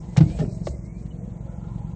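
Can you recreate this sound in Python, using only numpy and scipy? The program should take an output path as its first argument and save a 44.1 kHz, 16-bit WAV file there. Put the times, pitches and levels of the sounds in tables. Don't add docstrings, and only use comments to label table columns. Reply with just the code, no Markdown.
import sys
import numpy as np
from scipy import signal
from scipy.fft import rfft, irfft
from scipy.io import wavfile
from scipy.ndimage import uniform_filter1d

SR = 44100
rng = np.random.default_rng(int(sys.argv[2]) if len(sys.argv) > 2 else 0)


def generate_wav(signal):
    frames = np.transpose(np.atleast_2d(signal))
    scaled = np.clip(frames, -1, 1) * 32767
    pcm = np.round(scaled).astype(np.int16)
    wavfile.write(sys.argv[1], SR, pcm)


def gain_from_db(level_db):
    decades = np.asarray(level_db, float) / 20
    return 10 ** decades


N = 85995


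def evened(x):
    return x / np.sqrt(np.mean(x ** 2) + 1e-20)


def along(rows, col=1):
    r = np.array(rows)
    return np.interp(np.arange(N) / SR, r[:, 0], r[:, col])


def add(mix, start_s, sound):
    part = mix[round(start_s * SR):][:len(sound)]
    part += sound[:len(part)]


def noise():
    return rng.standard_normal(N)


def band(x, low_hz, high_hz):
    sos = signal.butter(3, [low_hz, min(high_hz, SR / 2.2)], "band", fs=SR, output="sos")
    return signal.sosfilt(sos, x)


def drift(per_s):
    hz = np.fft.rfftfreq(N, 1 / SR)
    return evened(irfft(rfft(noise()) * (hz > 0) / (1 + (hz / per_s) ** 4), N))


def coloured(points):
    f, db = np.transpose(points)
    hz = np.fft.rfftfreq(N, 1 / SR) + 1
    shape_db = np.interp(np.log(hz), np.log(f), db, -60, -60)
    return evened(irfft(rfft(noise()) * gain_from_db(shape_db), N))


# time in seconds, level in dB.
IDLE_LEVEL = [(0, -39), (.3, -34), (.6, -33), (.9, -36.5), (1.04, -33), (1.17, -37.5), (1.3, -34),
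              (1.45, -36), (1.6, -33.5), (1.75, -32), (1.95, -33)]
# multiple of the firing rate, gain in dB.
CABIN_RESPONSE = [(1, -30), (2, -3), (3, -8), (4, -10), (5, 0), (6, -9), (7, -4), (8, -4.5), (9, -10),
                  (10, -30), (11, -20), (12, -34), (14, -32), (15, -27), (16, -42)]
# frequency in Hz, level in dB, waver in dB.
HUMS = [(56.8, -44, 2), (340.5, -56, 1)]
# frequency in Hz, density in dB per Hz.
RUMBLE_SPECTRUM = [(15, -39.5), (36, -15), (60, 4), (90, -5), (165, 8), (230, -5.5), (289, -16), (389, -16),
                   (682, -25.5), (1300, -41.5), (1690, -74.5), (2860, -120)]
# frequency in Hz, density in dB per Hz.
HISS_SPECTRUM = [(900, -14.5), (1500, -26), (2200, -24), (3200, -53), (5000, -39.5), (6700, -27),
                 (8300, -31), (9200, -45)]


def engine():
    firings_per_s, first_firing_s = 22.725, .0453
    jitter_s, uneven_db, weak_cylinder_db = .0004, 1.6, -2
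    rumble_db, throb_db, hiss_db = -39, 1, -65
    t = np.arange(N) / SR
    turns = (t - first_firing_s) * firings_per_s
    at = np.flatnonzero(np.diff(np.floor(turns)) > 0)
    late_s = jitter_s * rng.standard_normal(len(at))
    strength_db = uneven_db * rng.standard_normal(len(at)) + weak_cylinder_db * (np.arange(len(at)) % 2)
    fire = np.zeros(N)
    fire[np.clip(at + (late_s * SR).astype(int), 0, N - 1)] = gain_from_db(strength_db)

    multiple, db = np.transpose(CABIN_RESPONSE)
    size = 16384
    order = abs(np.fft.fftfreq(size, 1 / SR)) / firings_per_s
    gain_db = np.interp(order, np.r_[0, multiple, 20, 40], np.r_[-60, db, -60, -140])
    body = np.fft.fftshift(np.fft.ifft(gain_from_db(gain_db)).real) * np.hanning(size)
    ringing = signal.fftconvolve(fire, body)[size // 2:size // 2 + N]
    out = evened(ringing) * gain_from_db(along(IDLE_LEVEL))

    for hz, db, waver_db in HUMS:
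        out += gain_from_db(db + waver_db * drift(10)) * np.sqrt(2) * np.sin(2 * np.pi * hz * t)
    throb = throb_db * np.cos(2 * np.pi * (turns - .1)) + drift(2.4)
    out += coloured(RUMBLE_SPECTRUM) * gain_from_db(rumble_db + throb)
    return out + coloured(HISS_SPECTRUM) * gain_from_db(hiss_db + 0.48 * drift(24))


# time in seconds, fundamental in Hz, level in dB.
FAR_PITCH = [(.75, 132, -64), (1.0, 146, -59), (1.25, 158, -57), (1.55, 168, -62), (1.95, 172, -66)]


def far_engine():
    turns = np.cumsum(along(FAR_PITCH) * (1 + 0.0082 * drift(39))) / SR
    stack = np.zeros(N)
    for k in range(2, 6):
        stack += np.cos(2 * np.pi * k * turns + k * k) * gain_from_db(2 * drift(21) - 2 * k)
    return stack * gain_from_db(along(FAR_PITCH, col=2) + 4)


# time in seconds, level in dB, brightness in Hz.
YARD_LEVEL = [(0, -52, 1030), (.3, -45.5, 890), (.55, -49, 927), (.8, -55.5, 910), (1.0, -53.5, 698),
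              (1.2, -51, 756), (1.5, -50, 1400), (1.95, -51.5, 1094)]
# frequency in Hz, width in Hz, level in dB.
GLASS_PEAKS = [(251.6, 94, -4), (473, 60, -11.5), (620, 189, -9), (841.4, 113, -12.5), (984.5, 110, -12),
               (1350, 170, -13.5)]
# time in seconds, frequency in Hz.
LOUDEST_BAND = [(.12, 850), (.25, 500), (.6, 580), (1.1, 480), (1.5, 560), (1.68, 900)]


def yard():
    reach_hz, focus_hz = along(YARD_LEVEL, col=2), along(LOUDEST_BAND)
    air = np.zeros(N)
    for hz, width, db in GLASS_PEAKS:
        focus_db = 6 * np.exp(-20 * np.log(hz / focus_hz) ** 2)
        mode = evened(band(noise(), hz - width / 2, hz + width / 2))
        air += mode * gain_from_db(db + 2.24 * drift(16.3) + focus_db) / (1 + (hz / reach_hz) ** 6)
    return air * gain_from_db(along(YARD_LEVEL))


# start in seconds, length in seconds, frequency in Hz,
# width in Hz, level in dB.
SWELLS = [(.0, 0.11, 817, 70, -60.5), (0.245, 0.11, 484, 60, -49), (0.476, .14, 620, 60, -54),
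          (1.137, 0.18, 488, 60, -53), (1.17, 0.083, 690, 80, -59), (1.424, 0.2, 525, 90, -53.5),
          (1.454, .12, 1400, 160, -62.5), (1.587, 0.15, 1330, 150, -61.5), (1.671, 0.13, 998, 110, -56.5),
          (1.728, 0.16, 850, 119, -53.5), (1.853, 0.059, 1340, 60, -65.5)]


def swells():
    out, air = np.zeros(N), noise()
    for start, length, hz, width, db in SWELLS:
        piece = band(air, hz - width / 2, hz + width / 2)[round(start * SR):][:round(length * SR)]
        add(out, start, evened(piece) * np.sqrt(np.hanning(len(piece))) * gain_from_db(db))
    return out


# time in seconds, level in dB.
ROAD_LEVEL = [(0, -72.5), (.3, -59.5), (.43, -57), (.47, -91.5), (.58, -72), (.66, -68.5), (.71, -80.5),
              (.95, -76), (1.05, -72), (1.3, -73.5), (1.55, -71.5), (1.95, -71)]


def road():
    return evened(band(noise(), 1400, 4450)) * gain_from_db(along(ROAD_LEVEL) + 2.6 * drift(23))


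# time in seconds, level in dB.
RUSTLE_LEVEL = [(0, -65.5), (.15, -62), (.25, -56), (.43, -56), (.475, -63), (.52, -58.5), (.56, -55.5),
                (.625, -65.5), (.66, -49.5), (.7, -53.5), (.74, -64), (.83, -68), (.865, -59.5),
                (.9, -76.5), (1.02, -64.5), (1.2, -99)]


def rustle():
    edges_hz = np.linspace(3740, 8400, num=5)
    patchy_db, tilt_db_per_khz = 2.2, 0.94
    cloth = np.zeros(N)
    for low, high in zip(edges_hz, edges_hz[1:]):
        strip = band(band(noise(), low, high), low, high)
        cloth += strip * gain_from_db(patchy_db * drift(12) + tilt_db_per_khz * (low - edges_hz[0]) / 1000)
    settling = along([(1.2, 0.78), (1.3, 0.076)])
    return evened(cloth) * gain_from_db(along(RUSTLE_LEVEL) + 1.6 * drift(40)) * settling


# start in seconds, length in seconds, first frequency in Hz,
# last frequency in Hz, level in dB.
SQUEAKS = [
    (.07, .09, 2030, 1990, -70),
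    (.21, .18, 2050, 2560, -62),
    (.45, .06, 2440, 2490, -69),
    (.70, .07, 2100, 2050, -69),
    (.80, .23, 1990, 2490, -68),
    (1.104, .02, 2990, 2930, -61),
]


def squeaks():
    width_hz, tone = 70, .63
    out = np.zeros(N)
    wobble, fuzz = drift(width_hz), drift(width_hz)
    for start, length, from_hz, to_hz, db in SQUEAKS:
        t = np.arange(0, length, 1 / SR)
        i = round(start * SR) + np.arange(len(t))
        phase = 2 * np.pi * np.cumsum(from_hz + (to_hz - from_hz) * t / length) / SR
        in_phase = (tone + (1 - tone) * wobble[i]) * np.sin(phase)
        quadrature = (1 - tone) * fuzz[i] * np.cos(phase)
        swell = np.sqrt(abs(np.sin(np.pi * (t / length) ** 1.3)))
        add(out, start, (in_phase + quadrature) * gain_from_db(db + 8) * swell)
    return out


# start in seconds, level in dB, 60 dB decay in seconds,
# lowest frequency in Hz, highest frequency in Hz.
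CONTACTS = [(0.1641, -24.5, 0.044, 503, 3300), (0.169, -25, 0.053, 1820, 10760),
            (0.1721, -30, 0.017, 1860, 3260), (0.178, -25, 0.077, 540, 7140),
            (0.187, -54, 0.038, 900, 6500), (0.2056, -30.5, 0.097, 599, 5360),
            (0.31, -45.5, .04, 453, 1090), (0.387, -36, 0.17, 498, 3000), (0.389, -43.5, 0.13, 2540, 9250),
            (0.398, -39, 0.043, 400, 2500), (0.401, -50.5, .07, 2360, 8850),
            (0.415, -32.5, 0.071, 348, 900), (0.423, -39, 0.067, 291, 2800), (.437, -31.5, 0.029, 298, 900),
            (0.446, -43, 0.11, 292, 2600), (.481, -42, 0.04, 352, 1000), (0.668, -38, 0.055, 1730, 10000),
            (0.672, -34.5, .045, 350, 1300), (1.834, -49, .03, 600, 1100)]
# frequency in Hz, density in dB per Hz.
CONTACT_SPECTRUM = [(240, -43), (400, 3.5), (640, 1), (1040, -14), (1360, -11.5), (1640, -16.5),
                    (5860, -24.5), (8420, -32.5), (9890, -55), (12900, -97), (21800, -120)]


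def contacts():
    out, grit = np.zeros(N), coloured(CONTACT_SPECTRUM)
    for start, db, t60, low_hz, high_hz in CONTACTS:
        t = np.arange(0, t60, 1 / SR)
        piece = band(grit[round(start * SR):][:len(t)], low_hz, high_hz)
        attack = np.minimum(t / 0.0013, 1)
        add(out, start, evened(piece) * gain_from_db(db - 60 * t / t60) * attack)
    return out


# start in seconds, peak in dB,
# frequency in Hz, length in seconds, sign of the first swing.
THUMPS = [
    (.1762, -4, 143, .022, 1),
    (.2043, -5, 154, .05, -1),
    (.2043, -11, 154, .011, -1),
    (.684, -25, 66, .09, 1),
    (.69, -47, 575, .1, 1),
          (.6706, -18, 590, .007, 1),
    (.6706, -30, 760, .01, 1),
    (.670, -36, 1130, .012, 1),
    (.3945, -14, 158, .045, 1),
          (.177, -38, 603, 0.0049, 1), (0.2002, -11.5, 69.7, 0.0047, 1), (.205, -36, 816, 0.021, 1),
               (.207, -15, 307.3, 0.021, 1), (0.228, -11.5, 100, 0.023, 1), (.236, -15, 140.5, 0.0038, -1),
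               (.261, -14.5, 134.7, 0.014, -1), (0.293, -21.5, 140.4, 0.01, 1),
               (0.304, -16, 102, 0.0071, 1), (0.339, -28, 64, 0.12, 1), (0.4155, -15, 184, 0.0049, 1),
               (0.424, -26, 251.7, 0.036, 1), (.4352, -31, 145.8, 0.018, -1), (0.46, -18.5, 147, 0.0074, 1),
               (0.477, -20, 161.5, 0.015, 1), (0.39, -36.5, 813, 0.039, 1), (.40, -45, 1810, 0.028, 1),
               (0.407, -31.5, 620, 0.033, 1), (0.425, -27, 402, 0.02, 1), (.433, -30, 370, 0.024, -1),
               (.387, -33.5, 446, .015, 1), (0.438, -38.5, 585, 0.017, 1), (.669, -43, 2070, 0.0064, 1),
               (0.673, -29, 355, 0.023, 1)]


def thumps():
    out = np.zeros(N)
    for start, db, hz, length, sign in THUMPS:
        t = np.arange(0, 2 * length, 1 / SR)
        u = t / (0.26 * length)
        envelope = (u * np.exp(1 - u)) ** 1.37
        add(out, start, np.sign(sign) * gain_from_db(db) * envelope * np.sin(2 * np.pi * hz * t))
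    return out


def cabin(blows):
    t60_s = 0.4
    t = np.arange(0, t60_s, 1 / SR)
    tail = band(rng.standard_normal(len(t)), 190, 900) * gain_from_db(-60 * t / t60_s)
    tail *= np.minimum(t / 0.055, 1)
    return signal.fftconvolve(blows, tail / np.linalg.norm(tail))[:N] * gain_from_db(-26.5)


def scene():
    blows = contacts() + thumps()
    outside = far_engine() + yard() + swells() + road()
    return (engine() + outside + rustle() + squeaks() + blows + cabin(blows))[None]


def gate(x):
    floor_db, low_hz, follow, hold_frames = -102, 1400, .55, 11
    unsure_db, keen_db, keen_hz = 1.3, 4.5, 3900
    hz, _, z = signal.stft(x, SR, nperseg=2048, noverlap=1024)
    group = np.floor(7 * np.log2(hz / low_hz + 1e-9)).astype(int).clip(-1) + 1
    member = (group[None] == np.arange(group.max() + 1)[:, None]) * 1.
    count = np.maximum(member.sum(1), 1)
    power_db = 10 * np.log10(member @ abs(z) ** 2 / count[:, None] + 1e-20)
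    centre_hz = member @ hz / count
    keen = keen_db * np.exp(-10 * np.log(centre_hz / keen_hz + 1e-9) ** 2)
    unsure = evened(uniform_filter1d(rng.standard_normal(power_db.shape), size=3, axis=1))
    bass_db = uniform_filter1d(power_db[:1], hold_frames, axis=1, origin=3)
    limit_db = floor_db + follow * (bass_db + 56.5) + unsure_db * unsure + keen[:, None]
    keep = np.clip(power_db - limit_db + .5, 0, 1)
    keep[0] = 1
    return signal.istft(z * keep[group], SR, nperseg=2048, noverlap=1024)[1][:N]


def low_pass(x):
    return signal.sosfilt(signal.butter(12, 10040, fs=SR, output="sos"), x)


def record(dry):
    fade_in = along([(0, 0), (.004, 1)])
    x = band(dry[0], 28, 15000) * fade_in
    return low_pass(gate(x)[None])


dry = scene()
out = record(dry)
generate_wav(out)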